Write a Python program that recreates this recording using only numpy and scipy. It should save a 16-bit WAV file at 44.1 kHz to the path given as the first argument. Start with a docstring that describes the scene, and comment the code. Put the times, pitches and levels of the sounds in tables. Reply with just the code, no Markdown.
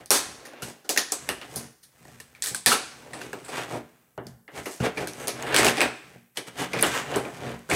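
"""A table in a furnished room, where hands pry at a stiff plastic clamshell pack; heard in mono.
The pack rubs along in stick-slip strokes, its panels buckle with sharp snaps, and its seam rips in
short runs. Now and then it knocks on the table top, which booms low. The plastic gets its colour from
the pack's hollow, its shell and its thin edges; a short room tail and a quiet hush sit behind it."""
import sys
import numpy as np
from scipy import signal
from scipy.io import wavfile

SR = 44100
rng = np.random.default_rng(int(sys.argv[2]) if len(sys.argv) > 2 else 0)


def bounce(signal):
    """Save signal as a 16-bit WAV file at the path given by the first command-line argument."""
    frames = np.transpose(np.atleast_2d(signal))
    limited = np.clip(frames, -1, 1)
    pcm = np.round(limited * 32767).astype(np.int16)
    wavfile.write(sys.argv[1], SR, pcm)


N = 341775

# buckling panels: t/s, crack length/ms, level/dB, bass trim/dB, treble trim/dB, room send/dB, panel f/Hz
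SNAPS = [(0.0594, 0.88, -46.0, -17.0, 12, -12, 4500), (0.1057, 1, -14, -11, 4.5, -1.5, 5400),
         (0.4523, 6.1, -39, -16, -1.5, -0.5, 1810.0), (0.5341, 4.3, -37.5, -3.0, -30.0, -41.0, 1490.0),
         (0.6214, 2.9, -29.5, -16.0, 1, 1.5, 1420), (0.8457, 4.8, -46.5, -6.5, -3, 1, 1385),
         (0.892, 3.3, -24, -6, 12, -2.5, 2820), (0.9628, 3.2, -20.5, -12.5, -4, -6, 1700),
         (0.9751, 5.4, -10, -20.0, 1.5, -6.5, 1885), (1.1206, 3.6, -19.0, -12, 8.5, -8.0, 5600),
         (1.2899, 2, -12.5, -13, -3.5, -8.5, 1890), (1.4143, 2.1, -32, -14.5, -39, 0.5, 2830),
         (1.5598, 2.5, -39.5, -2.5, 18.5, -3.5, 4500.0), (1.828, 3.0, -66.5, -28.5, 12.5, 11.5, 1900.0),
         (2.0526, 2.9, -41.5, -6, -6, -15, 1840), (2.0807, 1.3, -40, -6, -17, -18, 1890),
         (2.2014, 4.6, -34.5, -18, 4.5, -9, 1810), (2.35, 1.8, -42.5, -26.5, -7.0, -3, 2290),
         (2.4224, 2.6, -35, -40.0, 19, -6, 1860), (2.4393, 4.5, -26, -25, 8, -4.5, 1830),
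         (2.4603, 2, -28.0, -20, 8, -6, 3480.0), (2.471, 3.1, -31.5, -20, 11.5, -2, 1850),
         (2.4846, 4.4, -36, -32.5, 14.5, -7, 1830), (2.5469, 3.1, -24.5, -31, 7.5, -6.5, 1550.0),
         (2.6612, 1.7, -8, -19, 5, -6, 1800), (2.718, 2.5, -15, -17, -1.5, 1.5, 1310),
         (3.1334, 3.1, -30.5, -12.0, -5.5, 0, 1790), (3.215, 4.5, -27, -20.5, -8, -7.5, 1610),
         (3.331, 2.6, -26, -4, -10, -7, 1720.0), (3.448, 3.8, -43.5, -15.5, 8.5, -3, 1790.0),
         (3.483, 2.5, -40, -3, 3.5, 2, 1120), (4.1777, 1.9, -31.5, 2.5, -32, -7.5, 1360.0),
         (4.268, 2.8, -40.5, -14, 4, -8.5, 4570.0), (4.4792, 2.7, -39, -11.5, -35.0, -1, 2140.0),
         (4.6576, 5.4, -28, -4, -3.0, -2, 2030.0), (4.8024, 2.8, -29.5, -13, -8.0, 0, 1440),
         (4.9722, 5.7, -26.5, -11, -11, 1, 2330), (5.073, 1.9, -28, -9, 2.5, -4.5, 1640),
         (5.1342, 1, -37.5, -8, 0, -9, 5760), (5.2729, 0.93, -27.5, -11, 0, 1.5, 9200),
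         (5.2812, 2.6, -19.5, -12, 2, -7, 8700), (5.4252, 1, -30.5, -9, 2, -20.0, 6370),
         (5.5239, 4.4, -25, -18.5, -14, -13.5, 1700.0), (5.5441, 4.3, -12, -14, -0.5, -7, 1700),
         (5.5637, 1, -7.5, -23.5, -0.5, -5, 2930.0), (5.5857, 3.3, -12.5, -12.5, 0.5, -4.5, 2070.0),
         (5.631, 3.0, -19, -2, 1, -26, 1200.0), (5.647, 0.65, -13.5, -8, 3.5, -5.5, 1990),
         (5.6667, 1.6, -12.0, -19.5, -17, -3.5, 2800), (5.683, 4, -18, -16, -6, -19, 2700),
         (5.758, 2.3, -31.5, -11, 0, -19, 2000.0), (5.7713, 0.61, -20, -12, -7, -2.5, 2130),
         (5.783, 2.0, -25, -11, -2, -13, 2470), (5.8066, 0.58, -12.5, -9.5, -6, -8.5, 2520),
         (5.8144, 4.2, -9.5, -25, -6.5, -5, 2510), (6.3725, 3.7, -21, -10, -2, -8.0, 3090),
         (6.7334, 4.3, -20.5, -6.5, -11, -4, 2360), (6.7883, 10, -23.5, -11, -3, -5.5, 2370),
         (6.8104, 1.8, -29, -12, 4, -2, 10000), (6.826, 1.1, -8.5, -13.5, -12.5, -3, 10130),
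         (7.1417, 3.7, -29, -15, -24, 4.5, 3030.0), (7.1598, 2.1, -24.5, 3.5, 2, -5, 7300),
         (7.2511, 2.9, -34, 2, -32.0, -2.5, 2450), (7.5919, 1.6, -49.5, -13.0, 4.5, -19, 2740),
         (7.6906, 1.4, -30.5, -1, -11, -3, 1480.0), (7.6988, 4.8, -18, -10, -4.5, -2, 1600),
         (7.713, 3.0, -18.5, -13.5, -33.0, 0, 2200.0)]
# resonances of the table top and the pack's hollow, shell and thin edges: f/Hz, width/Hz, level/dB
TABLE_MODES = [(69, 15, -7.5), (122.5, 9.7, 5), (181.3, 13, 3), (233.2, 5.7, 2)]
HOLLOW_MODES = [(284, 76, 2), (418, 86.5, 5), (588.5, 165, -2), (697, 85, 6.5), (711, 318, 0)]
SHELL_MODES = [(1014, 470, 6.5), (1550, 654, 10.5), (2315, 1290, 7), (2832, 250, 10), (3460, 1500, -6.5)]
EDGE_MODES = [(4073, 1840, -3), (6500, 1400, -1), (7980, 730, 6.5), (9570, 6500, 0), (13600, 9800, -7.5)]


def from_db(db):
    """Gain of a level in dB."""
    return 10 ** (np.asarray(db) / 20)


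def rms_one(x):
    """Scaled to rms 1."""
    return x / np.sqrt(np.mean(x ** 2) + 1e-20)


def at_hz(points, hz, column=1):
    """A column of a table, read on a log-frequency axis."""
    points = np.array(points)
    return np.interp(np.log(hz), np.log(points[:, 0]), points[:, column])


def resonator(hz, width_hz):
    """Filter coefficients of one resonance, with a peak gain of 2."""
    r = np.exp(-np.pi * width_hz / SR)
    return [1 - r * r, 0, r * r - 1], [1, -2 * r * np.cos(2 * np.pi * hz / SR), r * r]


def body(x, modes):
    """Parallel resonances with alternating signs, scaled so that white noise keeps about its rms."""
    out, power = 0, 0
    for k, (hz, width_hz, level_db) in enumerate(modes):
        ring = signal.lfilter(*resonator(hz, width_hz), x + 1e-18) / 2
        out = out + (-1) ** k * from_db(level_db) * ring
        power += from_db(2 * level_db) * np.pi * width_hz / SR
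    return out / np.sqrt(power)


def dulled(x, hz):
    """Low-pass: thick, soft parts radiate no treble."""
    return signal.sosfilt(signal.butter(2, hz, fs=SR, output="sos"), x)


def grains(per_s, spread_db):
    """Random slips of very unequal size; rms 1."""
    sizes = from_db(spread_db * np.minimum(rng.exponential(1, N), 5)) * rng.choice([-1, 1], N)
    return rms_one(sizes * (rng.random(N) < per_s / SR))


def coloured(size, gain_of_band):
    """Half-octave bands of noise, each times its own gain."""
    out, white = 0, rng.standard_normal((2, size))
    edges = 30 * 2 ** np.arange(0, 9.6, .5)
    for k, (low, high) in enumerate(zip(edges, edges[1:])):
        band = signal.butter(2, [low, min(high, .45 * SR)], "band", fs=SR, output="sos")
        out = out + signal.sosfilt(band, white[k % 2]) * gain_of_band(np.sqrt(low * high))
    return out


def room_tone():
    """A steady, quiet hush with scooped mids."""
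    # spectrum of the hush: f/Hz, relative density/dB
    spectrum = [(30, -9.5), (390, -11.5), (900, -25.5), (4000, -27), (9000, -11.5), (15500, -8)]
    return from_db(-68) * rms_one(coloured(N, lambda hz: from_db(at_hz(spectrum, hz))))


def rubbing(pressed_from_s=3.1):
    """Strokes swell and fade over a faint rustle; stick-slip grains drive the table and the pack."""
    # hands and table sliding along the pack: peak t/s, time to fade by 20 dB/s, shell level/dB,
    # then relative to the shell: boom/dB, hollow/dB, crackle/dB
    strokes = [(0.0, 0.067, -48, -5.5, 3, -10), (.56, 0.29, -47, -34, 2, -29),
               (0.68, 0.064, -46, -7, 3.5, 4.5), (1.577, 0.13, -43, -5.5, 2.5, 0.5),
               (2.1, 0.21, -55, -2, -0.5, -1), (2.52, 0.099, -46.5, -7, 1, 1),
               (3.15, 0.25, -61.5, -2, 17, -20), (3.23, 0.094, -42, -10, 7, -5),
               (3.583, 0.098, -28.5, -21, -2, -9), (3.739, 0.075, -37.5, -2.5, 11, -5.5),
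               (4.288, 0.095, -64, 22, 5, -3), (4.583, 0.053, -36.5, -3, 4.5, -5),
               (4.72, 0.12, -48, -33, -25, 8.5), (4.856, 0.041, -24, -21, 4, -10.5),
               (5.016, 0.069, -35.5, -4.5, 7.5, -6.5), (5.23, 0.079, -37, -12, 5.5, -3),
               (5.471, 0.15, -33, -6.5, 4, -10), (5.602, 0.13, -19.5, -18, -3.5, -16),
               (5.675, 0.052, -19.5, -12.5, 1, -4), (5.824, 0.076, -25, -16, 4.5, -13),
               (6.38, 0.02, -35, -21, -5, -0.5), (6.48, 0.019, -37, -14, -0.5, -4),
               (6.619, 0.051, -26, -12, 3, -6), (6.77, 0.062, -29.5, -9, -2, -13),
               (6.87, 0.052, -29, -9, 1, 0), (6.96, 0.075, -23, -41, -6.5, -6),
               (7.142, 0.12, -32, -13, 4, -12.5), (7.474, 0.13, -37, -3.5, 5, -10.5),
               (7.75, 0.043, -23.5, 2, 1, -4.5)]
    # fingers rustling between strokes: t/s, shell level/dB
    rustle = [(0, -76), (.3, -46.5), (.55, -74), (.82, -80), (1.3, -43), (1.5, -63), (1.8, -73),
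              (2.3, -60.5), (2.62, -64), (2.95, -53), (3.4, -49), (3.8, -61), (4.0, -65), (4.45, -84.5),
              (4.6, -74.5), (5.15, -48), (5.4, -67.5), (6.13, -54), (6.33, -80), (6.55, -52), (7.05, -43),
              (7.35, -45.5), (7.65, -57.5), (7.75, -52)]
    # forearms shifting on the table: f/Hz, width/Hz, level/dB
    rumble_modes = [(64, 38, 0), (130, 70, 3)]
    peak_s, fade_s, shell_db, boom_db, hollow_db, crackle_db = np.array(strokes).T[:, :, None]
    steps = np.arange(0, N + 64, 64)
    late = (steps / SR - peak_s) / fade_s
    stroke_db = shell_db - 20 * np.where(late > 0, late, -late / 1.15) ** 1.7   # rise outlasts fade
    rustle_db = np.interp(steps / SR, *np.transpose(rustle))

    def envelope(stroke_trim_db=-np.inf, rustle_trim_db=-np.inf):
        power = np.sum(from_db(2 * (stroke_db + stroke_trim_db)), axis=0)
        power += from_db(2 * (rustle_db + rustle_trim_db))
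        return np.interp(np.arange(N), steps, np.sqrt(power))

    coarse, fine = grains(700, spread_db=3.0), grains(4000, spread_db=3.5)
    pressed = np.arange(N) > pressed_from_s * SR   # pack held down: the rustle rings the table top
    arms = envelope(rustle_trim_db=-5)
    top = body((envelope(boom_db) + pressed * arms) * coarse, TABLE_MODES)
    rumble = body(~pressed * arms * coarse, rumble_modes)
    boom = dulled(top + rumble, hz=400)
    hollow = dulled(body(envelope(hollow_db, -1.5) * coarse, HOLLOW_MODES), hz=1490)
    friction = envelope(0, 0) * fine
    shell = dulled(body(friction, SHELL_MODES), hz=4500) + from_db(-21) * panel_ring(friction)
    crackle = body(envelope(crackle_db, -4) * fine, EDGE_MODES)
    return boom + hollow + shell + crackle


def panel_ring(friction, width_hz=490):
    """The panel that buckled last rings on at its own pitch under the rubbing."""
    out, state = np.zeros(N), np.zeros(2)
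    times_s, pitches_hz = np.array(SNAPS)[:, [0, -1]].T
    starts = np.sort((times_s * SR).astype(int))
    for start, end, hz in zip(starts, [*starts[1:], N], pitches_hz):
        span = slice(start, end)
        out[span], state = signal.lfilter(*resonator(hz, width_hz), friction[span] + 1e-18, zi=state)
    return out / 2 / np.sqrt(np.pi * width_hz / SR)


def snaps(click_s=0.0032, spike_share=.55, colour_spread_db=3, places=3):
    """A panel buckles: a click, then a brief crack. Gives the dry snaps and clicks for the room sends."""
    age = np.arange(900) / SR
    click = rms_one(1. * (age == 0)) * np.sqrt(click_s / age[-1])
    panel_share = np.array([[1.8], [.38]])   # dry, room send
    low, upper = np.zeros((2, 1 + places, N + len(age)))
    for k, (s, length_ms, level_db, bass_db, treble_db, send_db, panel_hz) in enumerate(SNAPS):
        length_s = length_ms / 1000
        intensity = np.sqrt(click_s / length_s)   # a short crack is more intense
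        crack = intensity / (1 + (age / length_s) ** 6)
        knock = intensity * np.exp(-age / (1.7 * length_s))
        bursts = np.array([knock, crack, crack]) * rng.standard_normal((3, len(age)))
        bass, broad, bright = (np.array([burst + spike_share * click, click]) for burst in bursts)
        # each snap rings a different thin edge and strikes the resonances with other strengths
        edge_hz = rng.uniform(9200, 11000)
        shell, edges = (np.array(modes) + [0, 0, colour_spread_db] * rng.standard_normal((len(modes), 1))
                        for modes in (SHELL_MODES, EDGE_MODES))
        mid = body(broad, shell) + panel_share * body(broad, [(panel_hz, 0.085 * panel_hz, 0)])
        high = body(bright + .22 * body(bright, [(edge_hz, 1200, 0)]), edges)
        high[0] += from_db(-23.5) * body(bright[0], [(13500, 6200, 0)])   # the very top stays dry
        rows = [0, 1 + k % places]   # dry, and one of the places in the room
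        span = slice(round(s * SR), round(s * SR) + len(age))
        gains = from_db([[level_db], [level_db + send_db]])
        low[rows, span] += gains * from_db(bass_db + 5.5) * bass
        upper[rows, span] += gains * (from_db(-9.0) * mid + from_db(treble_db - 4.5) * high)
    out = (dulled(body(low, HOLLOW_MODES), hz=1540) + upper)[:, :N]
    return out[0], out[1:]


def rips():
    """The seam tears on after a loud snap, in a short run of dense cracking."""
    # runs along the seam, each cued to the nearest snap: t/s, length/s, level/dB, treble trim/dB
    runs = [(.106, 0.064, -28.5, 9), (2.661, 0.069, -29, 5.5), (6.833, 0.055, -35.5, -20)]
    t, mid, high = np.arange(N) / SR, np.zeros(N), np.zeros(N)
    for s, length_s, level_db, treble_db in runs:
        start_s = min(np.array(SNAPS)[:, 0], key=lambda snap_s: abs(snap_s - s))
        run = from_db(level_db) * (t > start_s) / (1 + (np.abs(t - start_s) / length_s) ** 6)
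        mid += run
        high += run * from_db(treble_db)
    slips = grains(8300, spread_db=4.5)
    hollow = from_db(-3.5) * body(slips * mid, HOLLOW_MODES)
    return body(slips * mid, SHELL_MODES) + hollow + body(slips * high, EDGE_MODES)


def thumps(push_s=0.0012):
    """The pack lands: a soft push rings the table top and the pack's hollow."""
    # knocks on the table: t/s, push on the top/dB, push on the hollow/dB
    landings = np.array([(0.625, -23, -19.5), (1.561, -21.5, -22), (2.511, -28, -30), (2.663, -19, -34),
                         (4.178, -26, -24), (4.268, -29.5, -29), (4.802, -8, -13), (4.972, -24.5, -31),
                         (6.157, -35, -31), (7.1646, -24, -5.5)])
    push, hits = np.hanning(round(push_s * SR)), np.zeros((2, N))
    hits[:, [round(s * SR) for s in landings[:, 0]]] = from_db(landings[:, 1:].T)
    top, pack = signal.lfilter(push / np.sqrt(np.sum(push)), 1, hits)
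    return body(top, TABLE_MODES) + body(pack, HOLLOW_MODES)


def room(x, near_t60_s=0.19, near_db=13, wet_db=2.5):
    """Reverb: a quick tail from table and clutter over the slower one of the walls."""
    # tail of the walls: f/Hz, t60/s, relative level/dB
    wall_decay = [(125, 0.65, -2.5), (503, 0.53, -4.5), (1900, 0.69, -1.5), (7500, 0.64, -6.5),
                  (14000, 0.24, -5)]
    age = np.arange(30000) / SR

    def decay(hz):
        walls = from_db(at_hz(wall_decay, hz, column=2) - 60 * age / at_hz(wall_decay, hz))
        return walls * (1 + from_db(near_db - 60 * age / near_t60_s))

    fade_in = 1 - np.exp(-(age / 0.0044) ** 2)
    tail = coloured(len(age), decay) * fade_in
    return from_db(wet_db) * signal.oaconvolve(x, tail / np.sqrt(np.sum(tail ** 2)))[:N]


def scene():
    """Pack, table, reverb and room tone, the same in both channels."""
    cracks, click_sends = snaps()
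    ripping = rips()
    on_table = rubbing() + thumps()
    hush = room_tone()
    reverb = room(ripping + from_db(-10.5) * on_table)
    reverb += from_db(5.0) * sum(room(send) for send in click_sends)   # each place has its own tail
    mono = cracks + ripping + on_table + reverb + hush
    return np.stack([mono, mono])


def record(dry):
    """Soft clipping rounds the peaks, and a steep low-pass cuts the very top."""
    rounded = .95 * np.tanh(dry / .95)
    return signal.sosfilt(signal.cheby2(12, 60, 16660, fs=SR, output="sos"), rounded)


dry = scene()
out = record(dry)
bounce(out)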